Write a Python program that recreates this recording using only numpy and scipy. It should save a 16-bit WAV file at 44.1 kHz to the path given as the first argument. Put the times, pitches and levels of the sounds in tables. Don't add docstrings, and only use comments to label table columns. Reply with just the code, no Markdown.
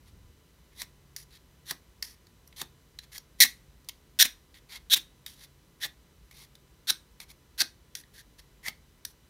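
import sys
import numpy as np
from scipy import signal
from scipy.fft import rfft, irfft
from scipy.io import wavfile

SR = 44100
rng = np.random.default_rng(int(sys.argv[2]) if len(sys.argv) > 2 else 0)


def to_wav(sig):
    pcm = np.clip(np.atleast_2d(sig), -1, 1) * 32767
    pcm = np.round(pcm).astype(np.int16)
    wavfile.write(sys.argv[1], SR, pcm.T)


N = 409688
TIME = np.arange(N) / SR
FILTER_HZ = np.maximum(np.fft.rfftfreq(2048, 1 / SR), 1)


def from_db(db):
    return 10 ** (np.asarray(db) / 20)


def rms_one(x):
    return x / np.sqrt(np.mean(x ** 2) + 1e-20)


def at_hz(points, hz, axis=1):
    points = np.array(points)
    return np.interp(np.log(np.maximum(hz, 1)), np.log(points[:, 0]), points[:, axis])


def add(track, start_s, sound):
    i = max(int(round(start_s * SR)), 0)
    track[i:i + len(sound)] += sound[:N - i]


def bell(hz, centre_hz, width_hz):
    return 1 / (1 + (2 * (hz - centre_hz) / width_hz) ** 2)


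def background():
    # (relative, per Hz)
    still_room = [(15, -36), (25, -12.5), (59, -4), (111, -15), (180, -13.5), (200, -18.5), (427, -21),
                  (734, -31), (962, -28.5), (1740, -31.5), (3080, -34), (3520, -33), (4140, -34.5),
                  (9000, -39), (14400, -39), (16000, -44)]
    # centre_hz, width_hz, level_db
    drone = [(54, 11, -70), (138.3, 4.4, -71.5)]
    # tone_hz, level_db
    whine = [(1000, -83.5), (2000, -85.5), (3001, -83.5), (4001, -83.5), (5001, -91), (6002, -84.5),
             (7003, -93), (8004, -92.5), (9005, -94)]
    still_room_db = -60.5
    hz = np.fft.rfftfreq(N, 1 / SR)
    spectrum = rfft(rng.standard_normal(N)) * from_db(at_hz(still_room, hz))
    out = from_db(still_room_db) * rms_one(irfft(spectrum, N))
    for centre_hz, width_hz, level_db in drone:
        spectrum = rfft(rng.standard_normal(N)) * bell(hz, centre_hz, width_hz)
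        out += from_db(level_db) * rms_one(irfft(spectrum, N))
    for tone_hz, level_db in whine:
        phase_turns = rng.random()
        out += from_db(level_db) * np.sqrt(2) * np.sin(2 * np.pi * (tone_hz * TIME + phase_turns))
    return out


def handling(end_s, level_db, top_hz):
    band = signal.butter(2, [35, top_hz], "band", fs=SR, output="sos")
    rumble = signal.sosfilt(band, rng.standard_normal(N))
    fade_out = np.clip((end_s - TIME) / .1, 0, 1)
    return from_db(level_db) * rms_one(rumble) * fade_out


def through(force, response_db):
    cepstrum = irfft(np.log(from_db(response_db)))
    half = len(cepstrum) // 2
    cepstrum[1:half] *= 2
    cepstrum[half + 1:] = 0
    impulse = irfft(np.exp(rfft(cepstrum)))[:half]
    return signal.fftconvolve(force, impulse / np.linalg.norm(impulse))


def grains(size, per_s, spread_db):
    born = rng.random(size) < per_s / SR
    sizes = from_db(spread_db * np.minimum(rng.exponential(1, size), 4))
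    return rms_one(born * sizes * rng.choice([-1, 1], size))


def hump(hz, centre_hz, width_hz):
    return 1 / (1 + np.abs(2 * (hz - centre_hz) / width_hz) ** 3)


def blade(force, ring, detune=1, lightness=0):
    # hz, level_db (relative)
    steel = [(100, -34.5), (500, -21.5), (900, -11), (1300, -12), (1700, -3), (2900, -2.5), (3400, 3),
             (6000, 3.5), (7300, -2.5), (8600, -2.5), (10500, -1.5), (15000, -1), (16000, -13.5)]
    # hz, width_hz, lift_db
    knife_modes = [(963, 47, 2), (2160, 56, 3.5), (2600, 280, 4.5), (3050, 60, 3.5), (3290, 58, 4.5),
                   (4390, 200, 2), (4680, 76, 4.5), (6870, 46, 7.5), (7050, 98, 3.5), (8370, 250, 4),
                   (8950, 220, 5.5), (9600, 54, 6), (9900, 35, 7.5), (12000, 300, 3)]
    low_hz, low_db, main_hz, main_db, upper_hz, upper_db, treble_db, bass_db = ring
    gripped = low_db * hump(FILTER_HZ, low_hz * detune, width_hz=620)
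    gripped += main_db * hump(FILTER_HZ, main_hz * detune, width_hz=1300)
    gripped += upper_db * hump(FILTER_HZ, upper_hz * detune, width_hz=1150)
    steady = sum(lift_db * bell(FILTER_HZ, hz, width_hz) for hz, width_hz, lift_db in knife_modes)
    edge = lightness * 9.3 * bell(FILTER_HZ, 11000 * detune, width_hz=1100)
    treble = treble_db * np.clip(np.log2(FILTER_HZ / 5000), 0, 1)
    bass = bass_db * np.clip(2 * np.log2(1700 / FILTER_HZ), 0, 1)
    return through(force, at_hz(steel, FILTER_HZ) + gripped + steady + edge + treble + bass)


def ring_of(low_hz, low_db, main_hz, main_db, bright_db, bass_db):
    upper_hz, upper_db = 5760, 3 + 0.78 * bright_db
    return low_hz, low_db, main_hz, main_db, upper_hz, upper_db, bright_db, bass_db


def light_ring(main_db, bass_db, low_hz, low_db, main_hz, bright_db):
    usual_low_hz, thud_db_per_octave = 1890, 31.5
    thud_db = thud_db_per_octave * np.log2(low_hz / usual_low_hz)
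    return ring_of(low_hz, low_db, main_hz, main_db, bright_db, bass_db + thud_db)


def rub_ring(*grip):
    return light_ring(6, 7, *grip)


def swell(crest, build_db, curve, ease_db):
    along, crest = np.linspace(0, 1, 64), np.clip(crest, .05, .99)
    before = np.clip(1 - along / crest, 0, 1)
    after = np.clip((along - crest) / (1 - crest), 0, 1)
    return -build_db * before ** curve - ease_db * after


def pressure(start_s, end_s, levels_db, edge_s):
    t = np.arange(max(int((end_s - start_s) * SR), 64)) / SR
    level_db = np.interp(t, np.linspace(0, t[-1], len(levels_db)), levels_db)
    edges = np.clip(np.minimum(t, t[-1] - t) / edge_s, 0, 1)
    return t, from_db(level_db) * edges


def flutter(t, rate_hz, depth_db):
    bumps = np.clip(rng.standard_normal(256), -1.7, 1.7)
    return from_db(depth_db * np.interp(t * rate_hz, np.arange(len(bumps)), bumps))


def scrape(force, ring, wander, count, damping_db=-30):
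    place, out = np.linspace(0, count - 1, len(force)), 0
    shifts = rng.uniform(-1, 1, count)
    for k, detune in enumerate(1 + wander * shifts):
        stretch = force * np.clip(1 - np.abs(place - k), 0, 1)
        lightness = 1 / (1 + np.std(stretch) * np.sqrt(count) / from_db(damping_db))
        out = out + blade(stretch, ring, detune, lightness)
    return out


def rub(length_s, levels_db, ring):
    t, force = pressure(0, length_s, levels_db, edge_s=.008)
    force = force * flutter(t, rate_hz=200, depth_db=2.0)
    force = force * grains(len(t), per_s=7000, spread_db=2.0)
    return scrape(force, ring, wander=.015, count=4)


def slides():
    # start_s, end_s, peak_db (of the force),
    # low_hz (low hump), low_db (its lift), bright_db
    light_slides = [(0.051, .105, -61.5, 2065, 12, -3), (0.71, 0.747, -66, 2000, 19, -3),
                    (1.301, 1.383, -55.5, 1870, 10, -5), (3.016, 3.056, -56, 2006, 11, -2),
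                    (3.114, 3.182, -45, 1930, 15, 0.5), (3.381, 3.406, -54, 2000, 14, 3.5),
                    (4.687, 4.785, -44, 2070, 12, -5), (5.373, 5.464, -52, 1873, 10, -1.5),
                    (6.334, 6.461, -52, 2120, 9, -1), (7.279, 7.325, -52.5, 2200, 14.5, 1.5),
                    (8.132, 8.223, -51, 1752, 17.5, -0.5), (8.379, 8.408, -50, 1855, 11, -4.5)]
    out, main_hz = np.zeros(N), 3900
    shape_db = swell(crest=.7, build_db=9.5, curve=1.3, ease_db=7)
    for start_s, end_s, peak_db, low_hz, low_db, bright_db in light_slides:
        ring = rub_ring(low_hz, low_db, main_hz, bright_db)
        add(out, start_s, rub(end_s - start_s, peak_db + shape_db, ring))
    return out


def stick_slip(t, rate_hz, jitter, fall):
    turns = np.cumsum(1 + jitter * rng.standard_normal(len(t))) * rate_hz / SR
    return np.exp(-fall * (np.abs(turns) % 1))


def touch(level_db, ring, length_s=0.0074, fade_s=0.0022, rise_s=0.0016, trim_db=-4.5):
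    t = np.arange(int(length_s * SR)) / SR
    burst = (1 - np.exp(-t / rise_s)) * np.exp(-t / fade_s)
    force = rms_one(burst * grains(len(t), per_s=20000, spread_db=3.5))
    return from_db(level_db + trim_db) * blade(force, ring)


def strokes():
    # start_s, end_s, peak_db (before the trim), build_db, crest (share of the stroke),
    # chatter (0-1), snap_db (before the touch's trim), low_hz (low hump), low_db (its lift),
    # main_hz (main hump), main_db (its lift in the stroke), bright_db
    hard_strokes = [(0.749, 0.8205, -39, 29, 0.99, 0.1, -29, 1950, 18, 3870, 13.5, 5),
                    (1.656, 1.712, -36, 22.5, 1, 0.45, -24, 1830, 16, 3850, 13, 4),
                    (2.562, 2.618, -39, 13.5, 0.99, .36, -27, 1980, 11.5, 3670, 10, 2),
                    (3.403, 3.4395, -10.5, 2.5, 0.21, 0.48, -22, 2000, 21, 3990, 15.5, 11),
                    (4.189, 4.228, -12.5, 11, 0.51, .3, -10, 1694, 12, 3720, 11, 3.5),
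                    (4.899, 4.947, -14.5, 21.5, 0.83, 0.07, -25, 1640, 11.5, 3590, 17.5, 4.5),
                    (5.801, 5.855, -28.5, 28.5, 0.74, 0.36, -42, 1817, 20, 3700, 12.5, 0.5),
                    (6.871, 6.906, -21.5, 20.5, 0.83, 0.17, -16, 1570, 14.5, 3940, 14, 1.5),
                    (7.578, 7.62, -20.5, 24, 0.92, .32, -19, 1615, 15.5, 4220, 9, -0.5),
                    (8.629, 8.685, -35.5, 23, .7, 0.55, -27, 2026, 20.5, 4100, -0.5, -3.5)]
    trim_db = -1.0
    full_stroke_db, bass_per_db = -17, 0.58
    snap_lead_s, snap_share = .003, .65
    out = np.zeros(N)
    for (start_s, end_s, peak_db, build_db, crest, chatter, snap_db,
         low_hz, low_db, main_hz, main_db, bright_db) in hard_strokes:
        bass_db = bass_per_db * (full_stroke_db - peak_db)
        levels_db = peak_db + swell(crest, build_db, curve=1.5, ease_db=1.5)
        t, force = pressure(start_s, end_s, levels_db, edge_s=0.00028)
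        slips = stick_slip(t, rate_hz=208, jitter=1.2, fall=1.9)
        force = force * rms_one(1 - chatter + 2 * chatter * slips)
        force = force * grains(len(t), per_s=9000, spread_db=2.0)
        ring = ring_of(low_hz, low_db, main_hz, main_db, bright_db, bass_db)
        add(out, start_s, from_db(trim_db) * scrape(force, ring, wander=0.01, count=7))
        snap_ring = ring_of(low_hz, snap_share * low_db, main_hz, snap_share * main_db, bright_db, bass_db)
        add(out, end_s - snap_lead_s, touch(snap_db, snap_ring))
    return out


def flares():
    # peak_s (height of the flare), puff_db, crackle_db
    burning_shavings = [(.829, -55, -45.5), (1.718, -46.5, -44), (2.622, -48.5, -45), (3.45, -43.5, -26.5),
                        (4.255, -45, -27.5), (4.97, -46, -28), (5.858, -48, -39.5), (6.912, -50, -54),
                        (7.622, -44.5, -48.5), (8.689, -48.5, -42.5)]
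    # hz, level_db (relative)
    puff_spectrum = [(50, -14), (110, -5), (200, 0), (330, -3), (500, -9.5), (700, -7.5), (1200, -6),
                     (2500, -28.5), (8000, -54)]
    # hz, level_db (relative)
    crackle_spectrum = [(200, -27), (1000, -17.5), (2000, 3.5), (4500, 1), (7000, -1), (15000, -0.5)]
    half_s = .01
    out, t = np.zeros(N), np.arange(-2 * half_s, 2 * half_s, 1 / SR)
    flame = np.exp(-(t / half_s) ** 2)
    for peak_s, puff_db, crackle_db in burning_shavings:
        puff = through(flame * rng.standard_normal(len(t)), at_hz(puff_spectrum, FILTER_HZ))
        sparks = flame * grains(len(t), per_s=5400, spread_db=1.5)
        crackle = through(sparks, at_hz(crackle_spectrum, FILTER_HZ))
        add(out, peak_s + t[0], from_db(puff_db) * puff + from_db(crackle_db) * crackle)
    return out


def ticks():
    # low_hz (low hump), low_db (its lift), main_hz (main hump), bright_db
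    contacts = [(1.163, -32, .08, -47.5, 1920, 9, 4760, 4.5),
                (2.0249, -26.5, 0.13, -44.5, 1890, 10, 4870, 2),
                (2.268, -55, 0.0074, -70, 1950, 11, 4200, 0),
                (2.4747, -50.5, 0.023, -68, 2047, 15, 4460, 19), (2.5257, -52, 0, -70, 1950, 11, 3100, -8),
                (2.988, -35.5, .018, -64, 1600, 11.5, 3840, -3.5),
                (3.1794, -33.5, 0, -72, 1950, -1, 4680, 4.5), (3.4053, -13, 0, -70, 1980, 14, 3960, 9),
                (3.845, -58, 0, -70, 2000, 4.5, 4600, 7), (3.887, -30.5, 0, -72, 2050, 7, 4400, 7),
                (3.8923, -34.5, 0, -70, 2065, 8, 3040, 1), (4.542, -50, 0.052, -53.5, 1955, 16, 3570, -5),
                (4.935, -13.5, 0, -70.5, 1627, 6, 3640, 0), (5.262, -33, 0.124, -47, 1898, 5.5, 3500, 0),
                (6.311, -47, 0.027, -59, 2194, 13.5, 3503, -0.5),
                (6.5523, -49, 0.0079, -69.5, 1798, 12, 3990, 0), (6.898, -21, 0, -70, 1603, 9, 4000, 0.5),
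                (7.2012, -36.5, 0.045, -48, 2150, 13.5, 3907, 0.5),
                (7.5903, -31.5, 0, -70, 1870, 12.5, 4700, 2),
                (7.604, -19, 0.0038, -70, 1700, 12, 4320, 1.5),
                (7.9514, -29, .069, -46, 1717, 14.5, 3830, 3.5),
                (8.0357, -52, 0.0048, -71, 1816, 25, 3915, -13),
                (9.0499, -28.5, 0.075, -53, 1658, 12, 3940, 7.5)]
    fade_db_per_s = 150
    out = np.zeros(N)
    for start_s, level_db, skid_s, skid_db, *grip in contacts:
        tick_ring = light_ring(9.1, 4.9, *grip)
        add(out, start_s, touch(level_db, tick_ring))
        if skid_s > 0:
            levels_db = [skid_db, skid_db - fade_db_per_s * skid_s]
            add(out, start_s, rub(skid_s, levels_db, rub_ring(*grip)))
    return out


def room(x, first_echo_s, late_db, late_t60):
    # hz, t60_s, level_db (against the direct sound)
    echo_bands = [(250, 0.27, -8.5), (900, 0.23, -14.5), (1999, 0.2, -13), (4300, 0.16, -15),
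                  (8000, .23, -19.5), (14000, 0.17, -18.5)]
    t = np.arange(int(.8 * SR)) / SR
    edges_hz = np.geomspace(100, 17000, 12)
    echo = np.zeros(len(t))
    for low_hz, high_hz in zip(edges_hz, edges_hz[1:]):
        hz = np.sqrt(low_hz * high_hz)
        decay = from_db(-60 * t / at_hz(echo_bands, hz)) + from_db(late_db - 60 * t / late_t60)
        decay = decay * np.clip(t / first_echo_s - 1, 0, 1)
        tail = rng.standard_normal(len(t)) * decay / np.linalg.norm(decay)
        band = signal.butter(2, [low_hz, high_hz], "band", fs=SR, output="sos")
        echo += from_db(at_hz(echo_bands, hz, axis=2)) * signal.sosfilt(band, tail)
    return signal.fftconvolve(x, echo)[:N]


def scene():
    still = background() + handling(end_s=0.406, level_db=-57.0, top_hz=97)
    close = slides() + strokes() + flares() + ticks()
    echo = room(close, first_echo_s=0.0041, late_db=-37.5, late_t60=.7)
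    return (close + echo + still)[None]


def record(dry):
    low_cut = signal.butter(4, 36, "high", fs=SR, output="sos")
    top_cut = signal.cheby2(12, 70, 17000, fs=SR, output="sos")
    dry = signal.sosfilt(low_cut, dry)
    rounded = dry / (1 + (dry / .76) ** 8) ** .125
    return signal.sosfilt(top_cut, rounded)


dry = scene()
out = record(dry)
to_wav(out)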